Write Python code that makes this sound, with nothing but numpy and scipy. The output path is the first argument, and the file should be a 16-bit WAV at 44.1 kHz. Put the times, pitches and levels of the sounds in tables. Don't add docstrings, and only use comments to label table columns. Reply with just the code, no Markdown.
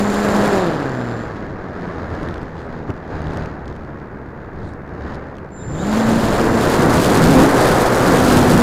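import sys
import numpy as np
from scipy import signal
from scipy.fft import rfft, irfft, next_fast_len
from scipy.io import wavfile
from scipy.ndimage import uniform_filter1d, map_coordinates

SR = 44100
rng = np.random.default_rng(int(sys.argv[2]) if len(sys.argv) > 2 else 0)


def wav_out(sig):
    wavfile.write(sys.argv[1], SR, np.round(np.clip(np.atleast_2d(sig).T, -1, 1) * 32767).astype(np.int16))


N = 380141
TIME = np.arange(N) / SR
CONTROL_TIME = TIME[::32]

# time in seconds, throttle 0-1.
THROTTLE = [(0, 0.6), (.55, 0.3), (.74, 0.07), (1.22, 0.08), (1.32, 0), (5.505, 0), (5.6, 0.4),
            (6.25, 0.73), (6.76, 0.74), (7.02, 0.99)]


def amp(db):
    return 10 ** (np.asarray(db) / 20)


def unit(x):
    return x / np.sqrt(np.mean(x ** 2) + 1e-20)


def held(x):
    power = np.abs(uniform_filter1d(x ** 2, size=8000))
    return x / np.sqrt(power + 1e-12)


def curves(rows):
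    s, *cols = np.transpose(rows)
    return [np.interp(TIME, s, c) for c in cols]


def per_sample(control):
    return np.interp(TIME, CONTROL_TIME, control)


def wobble(rate):
    knots = rng.standard_normal(int(N * rate / SR) + 4)
    return per_sample(map_coordinates(knots, [CONTROL_TIME * rate]))


def filtered(x, response):
    m = next_fast_len(N + SR // 2)
    return irfft(rfft(x, m) * response(np.fft.rfftfreq(m, 1 / SR)), m)[:N]


def noise(spectrum):
    f, db = np.transpose(spectrum)

    def response(hz):
        return amp(np.interp(np.log(hz + 1), np.log(f), db))

    return unit(filtered(rng.standard_normal(N), response))


def by_speed(fast, slow_spectrum, fast_spectrum):
    return np.sqrt(1 - fast) * noise(slow_spectrum) + np.sqrt(fast) * noise(fast_spectrum)


def by_law(law, blade_hz):
    cruise_hz, rough_from_hz, rough_full_hz = 200, 198.6, 235.7
    cruise_db, doubling_db, rough_db = law
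    rough = np.interp(blade_hz, [rough_from_hz, rough_full_hz], [0, 1])
    return cruise_db + doubling_db * np.log2(blade_hz / cruise_hz) + rough_db * rough


def blade_angle(blade_hz, flutter, top_flutter):
    waver = np.interp(blade_hz, [228, 248], [flutter, top_flutter])
    return 2 * np.pi * np.cumsum(blade_hz * (1 + waver * wobble(30))) / SR


def propeller(angle, blade_hz):
    # dB at cruise, dB per doubling of speed, extra dB in broken flow.
    tone_law = (-30, 7.2, -0.6)
    overtone_law = (-29, 7.8, -1)
    # start and end in seconds, tone gain in dB, overtone gain in dB.
    hums = [(0, 0.453, 13, 2), (0.54, .66, 11, 11.5), (.74, .8, 8, 7.5), (0.883, 1.18, 11, 7.5),
            (1.8, 1.878, -1, 8.5), (2.0, 2.3, 10.5, 2), (2.5, 2.95, 0, 4.5), (3.147, 3.452, 11, 8),
            (4.97, 5.15, 11, 1), (5.7, 5.8, 5, -6), (5.888, 6.19, 15.5, -7), (6.419, 6.581, 8, 4),
            (7.29, 7.47, 14.5, 5), (7.65, 7.849, -6, 7), (8.193, 8.623, 13.5, 0)]
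    fade_s = 0.071
    overtone_fall_db = 6

    def swell(start, end):
        return np.interp(CONTROL_TIME, [start - fade_s, start, end, end + fade_s], [0, 1, 1, 0])

    gains = sum(np.outer(gains_db, swell(start, end)) for start, end, *gains_db in hums)
    tone_db, overtone_db = map(per_sample, gains)
    tone = amp(by_law(tone_law, blade_hz) + tone_db + 0.68 * wobble(22)) * np.cos(angle)
    overtones = sum(amp(-overtone_fall_db * (k - 2) + wobble(18)) * np.cos(k * angle) for k in range(2, 6))
    return -(tone + amp(by_law(overtone_law, blade_hz) + overtone_db) * overtones)


def unbalance(angle, blade_hz):
    shake = amp(-24.5 + 2.9 * wobble(5.2)) * (blade_hz / 260) ** 6
    return shake * (np.cos(angle / 2) + amp(1) * np.cos(3 * angle / 2))


def motor(angle, blade_hz):
    # centre in Hz, width in Hz, gain in dB.
    can_modes = [(3720, 530, 0.5), (5309, 500, -6)]
    # frequency in Hz, relative level in dB.
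    fizz_spectrum = [(5000, -26), (6200, -4), (6800, 6), (7600, 2), (8400, -15), (11000, -29), (16000, -50)]
    chop_hz = 7244
    chop_db, sideband_db, octave_db, fizz_db = -42, -31, -41, -4.5
    throttle, = curves(THROTTLE)
    chop = amp(chop_db) * np.sin(np.pi * np.clip(throttle, 0, 1))
    load = np.minimum(blade_hz / 180, 1)

    steps = 21 * angle
    frayed = steps + .55 * wobble(300)

    carrier = np.sin(2 * np.pi * chop_hz * TIME)
    sidebands = np.cos(steps / 3) + np.cos(frayed) + np.cos(2 * frayed)
    tone = carrier * (1 + amp(sideband_db) * sidebands + 0.1 * wobble(210))
    tone += amp(octave_db) * np.sin(2 * np.pi * 2 * chop_hz * TIME)

    fizz = amp(fizz_db) * load ** 5 * noise(fizz_spectrum)

    def can(f):
        return sum(amp(db) * (1j * f * w / (c * c - f * f + 1j * f * w)) ** 2 for c, w, db in can_modes)

    switching = np.cos(frayed)
    switching += .5 * np.cos(2 * frayed) * (1 + 2 * carrier)
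    switching += .5 * np.cos(3 * frayed)
    whine = amp(1) * load ** 1.2 * filtered(switching, can)
    return chop * (tone + fizz + whine)


def wash_levels(blade_hz):
    # dB at cruise, dB per doubling of speed, extra dB in broken flow.
    buffet_law = (-32, 1.84, 13)
    roar_law = (-20, 9.7, 2.74)
    hiss_law = (-37.5, 16.94, 1.7)
    sizzle_law = (-49.5, 23.1, 2.02)
    # centre in seconds, half length in seconds, gains in dB of buffet, roar and hiss.
    gust_rows = [(0.075, 0.056, 0, -1, -0.5), (0.453, 0.19, -2, 2.5, 2.5), (1.048, 0.33, -0.5, 1, 2),
                 (1.6, 0.21, 1.5, -1, -2.5), (1.89, 0.2, 1.5, 3, 5.5), (2.23, 0.21, 5, 4.5, 9),
                 (2.601, .04, 3, 2, 6), (2.76, 0.076, 0, 1, 5), (2.898, 0.016, 13.5, 7, 9),
                 (3.149, 0.06, 7.5, 5, 7.5), (3.362, 0.16, 4.5, 6.5, 11.5), (3.702, 0.042, 6, 1, 4),
                 (4.25, .2, -1, 0, -1.5), (4.82, .05, 0, -0.5, -4), (4.646, 0.085, 7, 0.5, 4),
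                 (5.1, 0.14, 3.5, 6, 10), (5.3, 0.071, -4, 0.5, 1), (5.52, .06, -3, -0.5, -2),
                 (5.781, 0.16, 6, -2, 0.5), (5.927, 0.088, 3, 1, 2), (6.17, 0.17, 3.5, -3, -1),
                 (6.528, 0.087, 2.5, -1, -4), (6.662, .08, -2, 0, 3), (6.867, 0.039, 5, 0.5, -2.5),
                 (7.043, .12, 1.5, -1.5, 2), (7.28, 0.11, 8, -1, 0.5), (7.413, 0.05, 6, 2, 0),
                 (7.52, 0.048, -8, -1.5, -5), (7.885, 0.16, -19, 0, -1.5), (8.114, 0.053, 5, 1.5, 0),
                 (8.334, .08, 3.5, 1.5, 4), (8.532, .04, 8.5, 0, 3.5)]
    wash_lag_s = 0.077
    sizzle_per_hiss = 1.05
    thrust_sizzle_db = 5

    keep = np.exp(-1 / (wash_lag_s * SR))
    wash_hz = blade_hz[0] + signal.lfilter([1 - keep], [1, -keep], blade_hz - blade_hz[0])
    gusts = sum(np.outer(gains_db, np.exp(-((CONTROL_TIME - s) / half_s) ** 2))
                for s, half_s, *gains_db in gust_rows)
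    buffet_gust, roar_gust, hiss_gust = map(per_sample, gusts)

    buffet_db = by_law(buffet_law, wash_hz) + buffet_gust + 1.3 * wobble(7)
    roar_db = by_law(roar_law, wash_hz) + roar_gust
    hiss_db = by_law(hiss_law, wash_hz) + hiss_gust
    sizzle_db = by_law(sizzle_law, np.minimum(blade_hz, wash_hz))
    sizzle_db += sizzle_per_hiss * hiss_gust + thrust_sizzle_db * curves(THROTTLE)[0]
    return buffet_db, roar_db, hiss_db, sizzle_db


def ticks(wake, rate, spread_db):
    passing = (1 + wake) ** 4
    hit = rng.random(N) < rate / SR * passing / passing.mean()
    size = amp(spread_db * np.minimum(rng.exponential(size=N), 3))

    def colour(hz):
        highpass = (hz / 2500) ** 2 / (1 + (hz / 2500) ** 2)
        return highpass / (1 + (hz / 4400) ** 4)

    return unit(filtered(hit * size, colour))


def airflow(angle, blade_hz, blades):
    # frequency in Hz, relative level in dB.
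    buffet_slow, buffet_fast = [(12, -2), (30, -7), (70, 1), (130, -1), (200, -5.5), (320, -6.5),
                                (700, -24), (2000, -82)], [(12, -9), (30, -11), (70, -4.5), (115, .5), (165, 3.5),
                                                     (220, 1), (320, -1.5), (700, -37), (2000, -80)]
    roar_slow, roar_fast = [(60, -21), (150, -2.5), (260, -2), (400, -1.5), (700, -6), (1000, -9.5),
                            (1350, -11), (1650, -11), (1930, -16.5), (2200, -23), (2700, -32.5),
                            (6000, -84)], [(60, -6.5), (150, -7), (260, -1.5), (480, -1), (700, -4),
                                               (1000, -7), (1650, -11), (2000, -16.5), (2400, -24.5),
                                               (3100, -49), (6000, -80)]
    hiss_spectrum = [(1200, -22), (2400, 1.5), (3100, 0), (4000, 0), (4900, -2.5), (5800, -10),
                     (6800, -7.5), (7600, -18.5), (11000, -40), (16000, -50)]
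    sizzle_spectrum = [(2500, -28), (5000, 0), (7200, 1.5), (9000, 0), (12000, -4.5), (15000, -8),
                       (16000, -25)]

    buffet_db, roar_db, hiss_db, sizzle_db = wash_levels(blade_hz)
    wake = np.cos(angle)
    order = np.interp(blade_hz, [80, 205, 250], [.6, 1, .35])

    fast = np.clip((blade_hz - 130) / 120, 0, 1)
    buffet = amp(buffet_db) * by_speed(fast, buffet_slow, buffet_fast)
    roar_chop = unit(amp(2.5 * order * wake + 0.72 * wobble(45)))
    roar = amp(roar_db) * by_speed(fast, roar_slow, roar_fast) * roar_chop

    suction = -held(filtered(blades + buffet + roar, lambda hz: 1 / (1 + (hz / 600) ** 4)))
    bursts_db = 2.2 * order * wake + 2.5 * np.clip(suction, -1, 3)
    bursts_db += 1.87 * wobble(350) + wobble(40)

    tick_share = np.interp(hiss_db, [-62, -52, -42], [.7, .35, 0])
    crackle = tick_share * ticks(wake, rate=85, spread_db=2.6)
    hiss = amp(hiss_db) * (noise(hiss_spectrum) * unit(amp(0.75 * bursts_db)) + crackle)

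    spit = np.interp(sizzle_db, [-76, -55], [.15, 1.1])
    slack_db = np.interp(sizzle_db, [-80, -68], [-6, 3])
    sizzle = amp(sizzle_db + slack_db) * noise(sizzle_spectrum) * held(amp(spit * bursts_db))
    return buffet + roar + hiss + sizzle


def slaps(push_s, crackle_s):
    # time in seconds, crackle level in dB, push level in dB, both before the trims below.
    slap_rows = [(2.149, -35, -32), (2.2303, -30.5, -17.5), (2.2869, -32, -32), (2.3415, -32, -36),
                 (2.3795, -35, -22), (2.4157, -37, -30), (2.4295, -37, -19), (2.9032, -29, -18),
                 (3.2183, -34.5, -29), (3.2697, -33, -23), (3.3348, -35, -28), (3.372, -28.5, -31),
                 (3.458, -32.5, -28), (3.6561, -40, -38), (3.679, -34, -33), (3.7623, -39, -40),
                 (4.7357, -40, -34), (5.0713, -44, -28), (5.1018, -42, -23), (5.1452, -36, -35),
                 (5.1554, -38, -28), (5.353, -43, -40), (5.3678, -40, -26), (5.3837, -37.5, -36)]
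    push_trim_db, crackle_trim_db = 5.5, -2.5
    push, crackle = np.zeros(N), np.zeros(N)
    for s, crackle_db, push_db in slap_rows:
        near = np.abs(TIME - s) < .02
        t = TIME[near] - s - .001
        push[near] -= amp(push_db + push_trim_db) * np.exp(-np.abs(t) / push_s)
        crackle[near] += amp(crackle_db + crackle_trim_db) * np.exp(-(t / crackle_s) ** 2)
    spectrum = [(500, -15), (2000, 13), (5000, 5.5), (9000, -8), (12000, -13), (15000, -28)]
    return push + crackle * noise(spectrum)


def swishes():
    # frequency in Hz, relative level in dB.
    swish_spectrum = [(2500, -25), (3700, 10), (5500, -4), (7700, 0), (9300, -5), (11000, -20),
                      (16000, -40)]
    # centre in seconds, half length in seconds, level in dB.
    swish_rows = [(2.62, 0.062, -64), (4.68, 0.039, -59)]
    swell = sum(amp(db) * np.exp(-((TIME - s) / half_s) ** 2) for s, half_s, db in swish_rows)
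    return noise(swish_spectrum) * unit(amp(2.5 * wobble(220))) * swell


def scene():
    # time in seconds, blade rate in Hz.
    speed = [(0, 203.7), (.48, 206.6), (.56, 194.5), (.75, 152.5), (.9, 130.5), (1.1, 117.5), (1.5, 96.7),
             (2.0, 83.13), (3.4, 78), (4.1, 69.7), (5.05, 69.3), (5.53, 67.35), (5.62, 85.9), (5.8, 176.6),
             (5.88, 209.3), (5.97, 221.5), (6.17, 226.3), (6.5, 226.1), (7.15, 255), (7.45, 274.6),
             (7.8, 253.1), (8.25, 252.5), (8.62, 241.7)]
    blade_hz, = curves(speed)
    angle = blade_angle(blade_hz, flutter=0.0051, top_flutter=0.018)
    blades = propeller(angle, blade_hz)
    drive = blades + unbalance(angle, blade_hz) + motor(angle, blade_hz)
    air = airflow(angle, blade_hz, blades) + slaps(push_s=0.00084, crackle_s=0.00084) + swishes()
    floor = amp(-74) * rng.standard_normal(N)
    return (drive + air + floor)[None]


def record(dry):
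    ceiling, top_hz = .71, 15750
    clipped = dry[0] / (1 + np.abs(dry[0] / ceiling) ** 10) ** (1 / 10)
    return filtered(clipped, lambda hz: hz < top_hz)[None]


dry = scene()
out = record(dry)
wav_out(out)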